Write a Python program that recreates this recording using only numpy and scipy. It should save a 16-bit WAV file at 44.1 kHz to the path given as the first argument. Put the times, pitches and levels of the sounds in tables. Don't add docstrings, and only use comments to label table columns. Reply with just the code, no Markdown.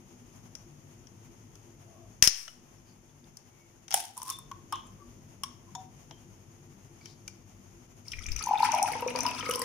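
import sys
import numpy as np
from scipy import signal
from scipy.fft import rfft, irfft, next_fast_len
from scipy.io import wavfile
from scipy.ndimage import map_coordinates

SR = 44100
rng = np.random.default_rng(int(sys.argv[2]) if len(sys.argv) > 2 else 0)


def waveform_to_disk(signal):
    frames = np.transpose(np.atleast_2d(signal))
    scaled = np.clip(frames, -1, 1) * 32767
    samples = np.round(scaled).astype(np.int16)
    wavfile.write(sys.argv[1], SR, samples)


def makeup_ratio(level_db):
    decades = np.asarray(level_db, float) / 20
    return 10 ** decades


N = 425124

# start in seconds, peak in dB, lid in dB, low kick in dB, crack t60 in seconds.
POPS = [
    (2.2246, -1.5, -17, -16.5, 0.0069),
    (2.274, -5, -20, -18, 0.011),
]
# start in seconds, rasp in dB, rise in dB/s, fall in dB/s, air space in dB.
TEAR = [
    (3.945, -30, 699, 165, -14),
    (4.18, -50.5, 900, 153, -11),
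    (4.301, -41.5, 264, 242, -17),
]
# frequency in Hz, width in Hz, level in dB.
LID = [(1600, 1200, -4), (2340, 340, 0), (3120, 754, -3)]
# frequency in Hz, width in Hz, level in dB.
EDGE = [(8670, 3500, -3), (10030, 1300, 3.5), (11800, 3300, -5), (15100, 1600, -6.5)]
# time in seconds, frequency in
# Hz.
AIR = [(2.5, 1336), (3.9, 786), (4.1, 832), (4.18, 971), (4.3, 1078), (5.5, 1085), (5.75, 966), (6.1, 875)]
# frequency in Hz, width in Hz, level in dB.
BELLY = [(258.3, 29, 4.5), (489.5, 23, -10)]
# time in seconds, frequency in Hz.
COLUMN = [(8.47, 850), (8.9, 844.6), (9.0, 931), (9.64, 1025)]


def unit(x):
    return x / np.sqrt(np.mean(x ** 2) + 1e-20)


def along(points, hz):
    f, v = np.transpose(points)
    return np.interp(np.log(hz + 1), np.log(f + 1), v)


def curves(rows, off=None):
    s, *cols = np.transpose(rows)
    return [np.interp(np.arange(N) / SR, s, c, off, off) for c in cols]


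def wobble(rate):
    knots = rng.standard_normal(int(N * rate / SR) + 4)
    return map_coordinates(knots, [np.arange(N) * rate / SR])


def filtered(x, response):
    m = next_fast_len(N + 8192)
    return irfft(rfft(x, m) * response(np.fft.rfftfreq(m, 1 / SR)), m)[..., :N]


def pair(size, alike):
    a, b = rng.standard_normal((2, size))
    turn = np.arccos(np.clip(alike, -1, 1)) / 2
    shared, own = np.cos(turn) * a, np.sin(turn) * b
    return np.array([shared + own, shared - own])


def rush(spectrum, alike, grain_db, grain_hz):
    grains = pair(N, alike) * makeup_ratio(grain_db * wobble(grain_hz))
    return unit(filtered(grains, lambda hz: makeup_ratio(along(spectrum, hz))))


def resonate(x, modes):
    out = 0
    for k, (hz, width_hz, db) in enumerate(modes):
        out = out + (-1) ** k * makeup_ratio(db) * signal.lfilter(*signal.iirpeak(hz, hz / width_hz, SR), x)
    return out


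def gliding(hz, width_hz):
    return unit(wobble(width_hz) * np.sin(2 * np.pi * np.cumsum(hz) / SR))


def crack(modes, t60, alike, size=3000, rise_s=0.00063):
    t = np.arange(size) / SR
    force = (makeup_ratio(-60 * t / t60) + 0.057 * makeup_ratio(-12 * t / t60)) * (1 - np.exp(-t / rise_s)) ** 2
    x = resonate(pair(len(t), alike) * force, modes)
    x = resonate(x, modes)
    return x / np.abs(x).max()


def ring(hz, t60, rise_s, chirp=0):
    t = np.arange(int(SR * min(abs(t60), .6)) + 64) / SR
    x = np.sin(2 * np.pi * hz * t * (1 + chirp * t / t60))
    x = x * makeup_ratio(-60 * t / t60) * (1 - np.exp(-t / rise_s)) ** 2
    return x / np.abs(x).max()


def add(out, s, x):
    i = round(s * SR)
    out[:, i:i + x.shape[-1]] += x[..., :N - i]


def ports(x, balance):
    gains = lambda hz: makeup_ratio(np.outer([.5, -.5], along(balance, hz)))
    return filtered(x, lambda hz: gains(hz) / gains(hz).mean(axis=0))


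def seal():
    # time in seconds, level in dB.
    vent = [(2.227, -20), (2.255, -22), (2.271, -32), (2.28, -28.5), (2.31, -43.5), (2.4, -43.5),
            (2.5, -55.5), (2.7, -84)]
    # frequency in Hz, level in dB per Hz.
    gas = [(240, -53), (400, -23), (742, -19.5), (1250, -16.5), (2250, -8), (3990, -15.5), (4900, -8),
           (5600, 4), (6500, -10), (7510, -13), (9610, -9), (15000, -20), (16000, -23.5)]
    # frequency in Hz, width in Hz, level in dB.
    seal_modes = [(5600, 2200, 3.5), (7480, 780, -6), (9400, 1400, -3.5), (13100, 1900, -8)]
    out = np.zeros((2, N))
    for s, db, lid_db, _, t60 in POPS:
        plate = crack(LID, t60, 1.0) + 0.55 * crack([(2540, 1800, 0)], t60, 0.52)
        pop = crack(seal_modes, t60, 0.32) + makeup_ratio(lid_db + 4) * plate
        pop = pop + 0.25 * crack([(8000, 12000, 0)], .003, .4)
        add(out, s - .0005, makeup_ratio([[db + 4.0], [db + 0.5]]) * pop)
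    return out + makeup_ratio(curves(vent, -200)[0] - 2.5) * rush(gas, 0.26, grain_db=-0.5, grain_hz=410)


def lid_cracks():
    # start in seconds, peak, lid, air and edge in dB.
    tab = [(0.552, -26.5, -15.5, -36.5, -11), (1.0702, -41, -7, -39, -25), (1.5545, -40, -10, -23, -5.5),
           (2.479, -29, -3, -22, -17), (3.3702, -30.5, -26, -42, -8), (3.8809, -34, -3, -24, -10),
           (3.9415, -11, -2, -8, 5.5), (4.5144, -38.5, 0.5, 4.5, -4), (4.7246, -29.5, 1, 4.5, 1.5),
           (4.7567, -37.5, 0, -9, -8), (5.435, -22, -2, -8.5, 0.5), (5.7509, -30.5, -7, -7.5, -5),
           (6.11, -39.5, 2.5, -2, -19.5), (7.057, -36, -5, -32, -9), (7.2784, -26.5, -9.5, -50, -4)]
    # start in seconds, peak in dB, edge in dB.
    score = [(3.9071, -25.5, -0.5), (3.9134, -24, -20), (3.924, -22, -22), (3.931, -26, -12),
             (3.965, -32, -2), (3.974, -26, 3), (3.985, -33, 5), (3.994, -37, 5), (4.0028, -34, 12),
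             (4.053, -35, 3), (4.169, -43, 8), (4.177, -35, 11), (4.185, -49, 12), (4.2008, -43, -5),
             (4.2178, -29, -2), (4.2305, -35.5, 13), (4.253, -47, 10), (4.261, -45, 8), (4.271, -40.5, 5),
             (4.2798, -35, 11), (4.292, -28, -15), (4.3002, -24, 6), (4.305, -26, 0), (4.3872, -41, 11)]
    # frequency in Hz, width in Hz, level in dB.
    sheet = [(4400, 1600, -3.5), (5580, 980, 5.5), (6850, 1400, 0)]
    out = np.zeros((2, N))
    air_hz, = curves(AIR)
    snaps = []
    for s, db, edge_db in score:
        lid_db = -4.5 - 26 * (s - TEAR[0][0])
        opened_db = 12 * (s > TEAR[1][0] - .05)
        air_db = -45 + 0.45 * (db + 21.5) - db + opened_db
        snaps.append((s, db, lid_db, air_db, edge_db))
    for s, db, lid_db, air_db, edge_db in [*tab, *snaps]:
        hz = air_hz[round(s * SR)]
        metal = crack(sheet, 0.013, 0.043) + makeup_ratio(edge_db) * crack(EDGE, 0.0116, 0.085)
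        metal = metal + makeup_ratio(lid_db) * crack(LID, 0.018, 0.21)
        add(out, s - .001, makeup_ratio(db - 3.0) * metal)
        add(out, s - .001, makeup_ratio(db + air_db - 5.0) * crack([(hz, 200, 0), (0.99 * hz, 500, -5)], 0.03, 1.0))
        add(out, s - .001, makeup_ratio(db + air_db - 1.5) * ring(hz, 0.037, 0.0011))
    return out


def tearing():
    # frequency in Hz, level in dB per Hz.
    rasp_spectrum = [(710, -37), (1200, -12), (3290, -5), (3470, -3), (4220, -7.5), (5590, -2.5),
                     (8170, -7), (9930, -1.5), (12600, -11.5), (14800, -10.5), (16000, -20.5)]
    out, t = np.zeros((2, N)), np.arange(N) / SR
    air_hz, = curves(AIR)
    rasp = rush(rasp_spectrum, 0.25, grain_db=4.5, grain_hz=608)
    air = gliding(air_hz, width_hz=280) * makeup_ratio(5.4 * wobble(40))
    for s, db, rise_db, fall_db, air_db in TEAR:
        below_db = np.maximum(rise_db * (s - t), fall_db * (t - s))
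        out += makeup_ratio(db - 3.0 - below_db) * (rasp + makeup_ratio(air_db) * air)
    return out


def can_modes():
    # start in seconds, frequency in Hz, peak in dB, t60 in seconds.
    wall = [(5.752, 750, -41.5, 0.41), (4.73, 1130, -58, 0.15), (4.305, 3560, -41.5, 0.17),
            (5.752, 3600, -55, 0.12), (6.112, 3150, -55.5, 0.16), (4.73, 3160, -38, 0.029)]
    # start in seconds, frequency in Hz, peak in dB, t60 in seconds.
    clinks = [(2.225, 2680, -11, 0.0055), (2.225, 3350, -27, 0.029), (2.2745, 5340, -9.5, 0.035),
              (2.48, 636, -46.5, 0.035), (2.483, 2990, -45, 0.064), (2.782, 5400, -59.5, .03),
              (3.095, 3450, -59.5, .015), (3.242, 3540, -57, 0.014), (3.243, 4870, -55, .015),
              (3.7, 2076, -61, 0.018), (4.726, 808, -40.5, 0.077), (4.868, 9400, -52, 0.018),
              (5.435, 3266, -28, 0.022), (5.436, 5580, -28.5, 0.03), (5.751, 946, -41, 0.22),
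              (5.751, 6800, -34, 0.03), (5.752, 5520, -38, 0.025), (5.753, 3530, -38.5, 0.031),
              (6.111, 638, -45, 0.046), (7.011, 2300, -53, .06), (7.011, 4700, -56, .03),
              (7.057, 2250, -50, .05), (7.056, 3080, -47, 0.099), (7.057, 5600, -42, 0.027),
              (2.478, 1328, -44, .03), (4.725, 1086, -22.5, .13), (4.724, 5350, -34, .03),
              (4.868, 7400, -53, .03)]
    out = np.zeros((2, N))
    for s, hz, db, t60 in wall:
        add(out, s, makeup_ratio(db) * crack([(hz, 15 / t60, 0)], 0.25, 1.0, size=7000))
    for s, hz, db, t60 in clinks:
        add(out, s - .001, makeup_ratio(db - 6) * ring(hz, t60, 0.0016))
        add(out, s - .001, makeup_ratio(db - 4) * crack([(hz, 18 / t60, 0)], 0.77 * t60, 0.5))
    return out


def finger_rubs():
    # centre in seconds, half length in seconds, frequency in Hz, width in Hz, level in dB.
    rubs = [(1.962, 0.087, 670, 96, -62), (2, 0.05, 1100, 120, -67.5), (2.9, 0.025, 4770, 800, -70),
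            (3.601, 0.07, 2230, 120.5, -72), (5.02, 0.014, 1156, 67, -57.5),
            (5.687, 0.012, 1050, 120.5, -61.5), (7.059, 0.0052, 2340, 180, -59),
            (7.089, 0.039, 4900, 1800, -59), (7.282, 0.0027, 2361, 400, -46)]
    out = np.zeros((2, N))
    for s, half, hz, width_hz, db in rubs:
        u, mode = np.arange(-3 * half, 3 * half, 1 / SR) / half, [(hz, width_hz, 0)]
        slide = unit(resonate(resonate(pair(len(u), 0.61), mode), mode))
        add(out, s - 3 * half, makeup_ratio(db) * np.exp(-u * u / 2) * slide)
    return out


def gulps():
    # start in seconds, peak in dB, frequency in Hz.
    pockets = [(8.411, -51, 885), (8.435, -44, 860), (8.456, -38, 864), (8.471, -22, 940),
               (8.49, -22.5, 860), (8.511, -16.5, 810), (8.518, -20, 940), (8.536, -17, 840),
               (8.556, -22.5, 830), (8.583, -30, 855), (8.605, -16.5, 866), (8.631, -11.5, 920),
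               (8.638, -19.5, 920), (8.647, -21, 904), (8.689, -18.5, 900), (8.724, -28, 914),
               (8.741, -16, 917), (8.75, -24, 856), (8.763, -22, 782), (8.783, -22, 780), (8.796, -20, 886),
               (8.8215, -21, 770), (8.834, -17, 818), (8.847, -21, 920), (8.884, -25.5, 783)]
    out, t = np.zeros((2, N)), np.arange(SR // 20) / SR
    u = t / 0.0015
    burst = (u / 3 * np.exp(1 - u / 3)) ** 3
    for s, db, hz in pockets:
        add(out, s - .0025, makeup_ratio(db) * burst * np.sin(2 * np.pi * hz * t * (1 + 0.52 * t)))
    return out


def glugs():
    # start in seconds, peak in dB, belly in dB.
    column_glugs = [(8.918, -30, -11), (8.954, -24.5, -13), (9.002, -37, -15), (9.025, -24, -7),
                    (9.064, -34, 10), (9.117, -49, 9), (9.152, -27, -3), (9.189, -24, -15),
                    (9.212, -40, -27), (9.254, -20, -39), (9.304, -36.5, -14), (9.311, -35, -15),
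                    (9.363, -43, -8), (9.398, -39, -20), (9.432, -32, -9), (9.527, -37, 1),
                    (9.559, -31, -4), (9.578, -30, -12), (9.598, -29.5, -7), (9.618, -30.5, -4)]
    # start in seconds, peak in dB, belly in dB.
    knocks = [(8.209, -47.5, -28), (8.409, -35, -26), (9.429, -36, -20), (9.398, -32, -24),
              (9.467, -28.5, -14), (9.492, -22.5, -2.5)]
    out = np.zeros((2, N))
    column_hz, = curves(COLUMN)
    blows = [(s, db, belly_db, column_hz[round(s * SR)]) for s, db, belly_db in column_glugs]
    blows += [(s, db, belly_db, 1253) for s, db, belly_db in knocks]
    for s, db, belly_db, hz in blows:
        add(out, s - .002, makeup_ratio(db - 4.0) * crack([(hz, 220, 0)], 0.06, 0.31))
        add(out, s - .002, makeup_ratio(db - 5.5) * ring(hz, 0.076, 0.0011, chirp=0.027))
        belly_hz = BELLY[1][0] * rng.normal(1, 0.018)
        add(out, s - .002, makeup_ratio(db + belly_db) * ring(belly_hz, 0.091, 0.00078))
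    return out


def plinks():
    # start in seconds, peak in dB, frequency in Hz.
    drops = [(8.0808, -50, 4050), (8.1194, -35, 3180), (8.1341, -27.5, 2360), (8.186, -35, 2120),
             (8.2344, -39.5, 3250), (8.259, -33.5, 2340), (8.2853, -30.5, 2326), (8.362, -30.5, 2390),
             (8.3896, -43, 2130), (8.4075, -40, 2410), (8.4205, -35, 2450), (8.4878, -44, 2310),
             (8.5332, -45, 2520), (8.5537, -31.5, 2320), (8.5756, -31, 3650), (8.5915, -29, 2350),
             (8.623, -33, 4060), (8.6576, -30.5, 2410), (8.6849, -38, 2530), (8.696, -35, 2500),
             (8.7228, -28, 2410), (8.7685, -30, 2400), (8.7857, -23, 2390), (8.8585, -33, 2420),
             (8.877, -32.5, 1550), (8.9175, -34, 2380), (8.933, -27.5, 2130), (8.996, -41, 2900),
             (9.021, -35, 2640), (9.0827, -29, 2384), (9.1039, -30.5, 2660), (9.1513, -40, 2190),
             (9.1623, -32, 2380), (9.1882, -32, 2440), (9.2112, -37, 2410), (9.2321, -38, 2370),
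             (9.2511, -30, 2340), (9.2641, -27.5, 2870), (9.29, -32, 2640), (9.3131, -25.5, 2554),
             (9.3823, -37, 3460), (9.4077, -30, 3020), (9.4272, -28.5, 2200), (9.4626, -32, 2160),
             (9.4906, -31, 2130), (9.5085, -26.5, 2910), (9.5379, -28.5, 3060), (9.618, -35, 1910)]
    out = np.zeros((2, N))
    for s, db, hz in drops:
        add(out, s - .001, makeup_ratio(db - 7) * ring(hz, 0.036, 0.0011, chirp=0.05))
        add(out, s - .001, makeup_ratio(db - 1.0) * crack([(hz, 700, 0)], 0.028, 0.38))
    return out


def spits():
    # start in seconds, peak in dB, frequency in Hz, edge in dB.
    bursts = [(8.082, -29.5, 5170, -21), (8.119, -27, 5500, -16), (8.1914, -35.5, 5800, -15),
              (8.2404, -38.5, 5940, -11), (8.265, -28, 5800, -15), (8.2888, -33, 7100, -21),
              (8.3189, -25.5, 5320, -19), (8.363, -22, 6000, -16.5), (8.3915, -23.5, 5720, -20),
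              (8.426, -25.5, 4530, -11), (8.4389, -20, 6150, -20), (8.4609, -28.5, 6120, -8),
              (8.5996, -38, 4630, -5), (8.624, -28.5, 4540, -9), (8.7189, -20, 5910, -23),
              (8.739, -30, 6000, -10), (8.7486, -23.5, 5690, -13), (8.775, -36, 5800, -6),
              (8.7862, -30, 5750, -16), (8.8281, -20, 5810, -14), (8.877, -30, 5660, -4),
              (8.9189, -33, 4700, -7), (9.0207, -40, 5330, -5), (9.077, -29, 5880, -17),
              (9.1602, -30, 6130, -17), (9.1595, -26, 4700, -15), (9.1882, -25, 5600, -21),
              (9.2062, -17, 5890, -18), (9.233, -28, 5860, -8), (9.2641, -17.5, 5100, -17.5),
              (9.3095, -29.5, 5970, -11), (9.3496, -34, 5030, -11), (9.383, -36.5, 4400, -23),
              (9.4077, -35, 5100, -19), (9.4606, -28, 5100, -23), (9.4881, -34, 5760, -11),
              (9.5105, -22.5, 5850, -4), (9.537, -26, 5140, -6), (9.5489, -25, 4960, -13),
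              (9.5574, -24, 5670, -4.5), (9.5943, -28.5, 7970, -10), (9.6178, -20, 4990, -4.5)]
    out = np.zeros((2, N))
    for s, db, hz, edge_db in bursts:
        body = 0.84 * crack([(hz, 1100, 0)], 0.011, 0.13, rise_s=0.0013)
        edge = makeup_ratio(edge_db + 4.5) * crack(EDGE, 0.011, 0.11, rise_s=0.00134)
        add(out, s - .0015, makeup_ratio(db - 0.5) * (body + edge))
        add(out, s - .0015, makeup_ratio(db - 9.5) * ring(hz, 0.014, 0.0018))
    return out


def bubbles(spectrum, count, centre_hz, spread, cycles, size_db, alike):
    u, z = rng.random((count, 2)), rng.standard_normal((count, 2))
    hz = np.clip(centre_hz * np.exp(spread * z[:, :1]), 300, 17500)
    c = np.arange(320) / SR * hz
    grain = np.sin(2 * np.pi * c * (1 + 0.102 * c / cycles))
    grain = grain * np.exp(-3 * c / cycles) * (1 - np.exp(-c / 2.0)) ** 2
    grain = grain * makeup_ratio(np.minimum(-size_db * np.log(u[:, :1]), 13))
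    at = ((8 + u[:, 1:] * (N / SR - 8)) * SR).astype(int) + np.arange(320)
    lag = np.round((1 - alike) * 8 * z[:, 1:]).astype(int)
    x = np.array([np.bincount((at + k * lag).ravel(), grain.ravel(), N + SR)[:N] for k in (0, 1)])
    x = filtered(x, lambda f: makeup_ratio(along(spectrum, f)))
    return x / np.sqrt(np.mean(x[:, 8 * SR:] ** 2))


def stream():
    # time in seconds, level in dB.
    flow = [(8.06, -68), (8.2, -67.5), (8.42, -50), (8.7, -44.5), (8.97, -51), (9.12, -51.5), (9.25, -42.5),
            (9.4, -51), (9.55, -48)]
    # frequency in Hz, level in dB per Hz.
    splash_spectrum = [(710, -24), (1200, -6.5), (1260, -4), (1460, -11), (1710, -14), (1850, -12.5),
                       (2380, -6.5), (4050, -14), (4500, -7.5), (5850, -43), (9900, -120)]
    fizz_spectrum = [(2240, -33), (3800, -13), (4180, -22.5), (4980, -3), (5420, -6.5), (5860, -3),
                     (6650, -11), (8410, -11), (8870, -19), (9370, 0), (10800, -10.5), (15600, 4),
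                     (16100, -32.5)]
    # frequency in Hz, level in dB.
    mist_tilt = [(6500, -5), (8000, 6)]
    now = np.arange(N) / SR
    column_hz, = curves(COLUMN)
    splash_db, = curves([(8.0, -130), *flow])
    after = lambda s: .5 + .5 * np.tanh((now - s) / 0.013)
    belly_db = splash_db - 19.5 * np.clip(9.04 - now, 0, .7)
    trap_db, free_db = 6, -2
    column_db = splash_db + trap_db - 30 * (1 - after(8.47)) + (free_db - trap_db) * after(8.92)
    fizz_db = -51 + 0.46 * (splash_db + 51.0)
    clumps = 3.3 * wobble(40)

    out = makeup_ratio(belly_db - 2) * unit(resonate(pair(N, .85), BELLY))
    column = gliding(column_hz, width_hz=110) + 0.12 * gliding(np.full(N, 1260), width_hz=79)
    deep = (after(8.73) - after(9.36)) * gliding(np.full(N, 700), width_hz=220)
    out += makeup_ratio(column_db + clumps) * unit(column + 0.95 * deep)
    splash = bubbles(splash_spectrum, count=3200, centre_hz=2610, spread=0.517, cycles=14.3,
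                     size_db=5.0, alike=0.4)
    out += makeup_ratio(splash_db + 1.1 * clumps + 1.5) * splash
    mist = rush(fizz_spectrum, .3, grain_db=0.0, grain_hz=90)
    mist = filtered(mist, lambda f: makeup_ratio(along(mist_tilt, f)))
    out += makeup_ratio(fizz_db + 5.5 + .6 * clumps - 40 * (2 - after(6.8))) * mist
    fizz = bubbles(fizz_spectrum, count=5500, centre_hz=6210, spread=0.327, cycles=24.5,
                   size_db=3.0, alike=0.39)
    return out + makeup_ratio(fizz_db - 4.5 + 1.8 * clumps + 1.1) * fizz


def spray():
    # start in seconds, peak in dB, frequency in Hz.
    sprays = [(8.2406, -42.5, 8100), (8.3624, -36, 11900), (8.4257, -32.5, 10000), (8.4856, -32, 14800),
              (8.6857, -39, 9420), (8.7185, -31, 9360), (8.749, -30, 9150), (8.782, -28, 10000),
              (8.828, -16.5, 9110), (8.8889, -34, 9650), (8.9237, -27.5, 9700), (9.0079, -38, 11700),
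              (9.1017, -34.5, 9400), (9.1883, -27, 9810), (9.2326, -30.5, 9740), (9.2848, -34, 9550),
              (9.4815, -37, 9640), (9.4908, -33.5, 9590), (9.4967, -25, 9610), (9.5939, -22, 9760)]
    out, u = np.zeros((2, N)), np.arange(-3, 3, 1 / (SR * 0.00094))
    for s, db, hz in sprays:
        puff = resonate(pair(len(u), .3) * np.exp(-u * u / 2), [(hz, 800, 0), (14000, 4000, -17)])
        add(out, s - .002, makeup_ratio(db + 0.9) * puff / np.abs(puff).max())
    return out


def kicks():
    # time in seconds, level in dB.
    draught = [(8.1, -64.5), (8.2, -47), (8.24, -62), (8.3, -39), (8.38, -50), (8.45, -74)]
    out, t = np.zeros((2, N)), np.arange(SR // 2) / SR
    kick = -np.exp(-t / 0.0013) * (1 - np.exp(-t / 0.00048)) + .03 * np.exp(-t / .1)
    for s, db, _, kick_db, _ in POPS:
        add(out, s + 0.0012, makeup_ratio(db + kick_db + 10.0) * kick * [[1], [.1]])
    return out + makeup_ratio(curves(draught, -200)[0] + 11.5) * unit(wobble(170)) * [[1], [.12]]


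def room(x):
    # frequency in Hz, t60 in seconds.
    decay = [(300, 0.57), (2000, 0.48), (6000, 0.4), (12000, 0.096)]
    hz, t, z = signal.stft(rng.standard_normal((2, SR // 2)), SR, nperseg=256)
    tail = signal.istft(z * makeup_ratio(-60 * t / along(decay, hz)[:, None]), SR, nperseg=256)[1]
    delayed = np.pad(x, ((0, 0), (200, 0)))
    return signal.fftconvolve(delayed, tail / np.linalg.norm(tail[0]), axes=1)[:, :N]


def floor():
    # time in seconds, level in dB.
    duck = [(2.2, -55), (2.3, -70), (2.45, -68.5), (2.62, -57), (3.8, -59.5), (4.14, -62.5), (4.49, -53.5),
            (7.9, -56), (9.0, -50.5)]
    # frequency in Hz, level in dB per Hz.
    hum_spectrum = [(12, -39.5), (20, -7), (70, -14), (103, 5.5), (168, -10), (247, -5.5), (270, -9),
                    (343, -8), (375, -11), (700, -23), (910, -51.5), (1540, -120)]
    hiss_spectrum = [(240, -32.5), (400, -1.5), (520, -9.5), (676, -4.5), (906, -5.5), (1630, -13.5),
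                     (2050, -12), (3120, -14), (4050, -22.5), (5850, -12), (6540, -5.5), (6950, -11.5),
                     (7750, -26.5), (9760, -17.5), (11400, -23), (15050, -22.5), (15250, -59.5)]
    # frequency in Hz, level in dB.
    motor = [(49, -67), (100, -66), (146, -63.5), (193, -66.5), (243, -66), (343, -68)]
    # frequency in Hz, likeness from 0 to 1.
    likeness = [(60, 0.23), (130, .88), (300, 0.91), (640, 0.11)]
    # frequency in Hz, left over right in dB.
    far = [(60, 2), (130, 5), (640, 3.5), (4100, 3), (5900, 10.5), (7600, 5), (9500, -7), (11500, 0.5)]
    level_db, = curves(duck)
    turn = lambda hz: np.arccos(np.clip(along(likeness, hz), -1, 1)) / 2
    colour = lambda hz: makeup_ratio(along(hum_spectrum, hz)) * [np.cos(turn(hz)), np.sin(turn(hz))]
    mid, side = filtered(rng.standard_normal((2, N)), colour)
    lines = sum(makeup_ratio(db + 62) * gliding(np.full(N, hz), width_hz=22) for hz, db in motor)
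    hum = makeup_ratio(level_db - 2.5) * (unit(np.array([mid + side, mid - side])) + 0.57 * lines)
    hiss_db = -65 + 2.0 + 0.5 * (level_db + 58.0)
    hiss = makeup_ratio(hiss_db) * rush(hiss_spectrum, 0, grain_db=1.42, grain_hz=30.2)
    return ports(hum + hiss, far)


def scene():
    # frequency in Hz, left over right in dB.
    near = [(100, 1), (450, 3.5), (3000, 3.5), (4400, 7.5), (6000, 15.5), (7600, 2.5), (9200, -11.5),
            (11000, -4.5), (15000, 2)]
    tin = seal() + lid_cracks() + tearing() + can_modes() + finger_rubs()
    drink = gulps() + glugs() + plinks() + spits() + stream() + spray()
    answer = room(makeup_ratio(-13.0) * tin + makeup_ratio(-10.0) * drink)
    return ports(tin + drink + answer, near) + kicks() + floor()


def top_cut(x):
    return signal.sosfilt(signal.butter(12, 16150, fs=SR, output="sos"), x)


def record(dry):
    clipped = np.clip(dry, -1, 1)
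    mix = filtered(clipped, lambda hz: 1 / (1 + (hz / 16300) ** 60))
    return top_cut(mix)


dry = scene()
out = record(dry)
waveform_to_disk(out)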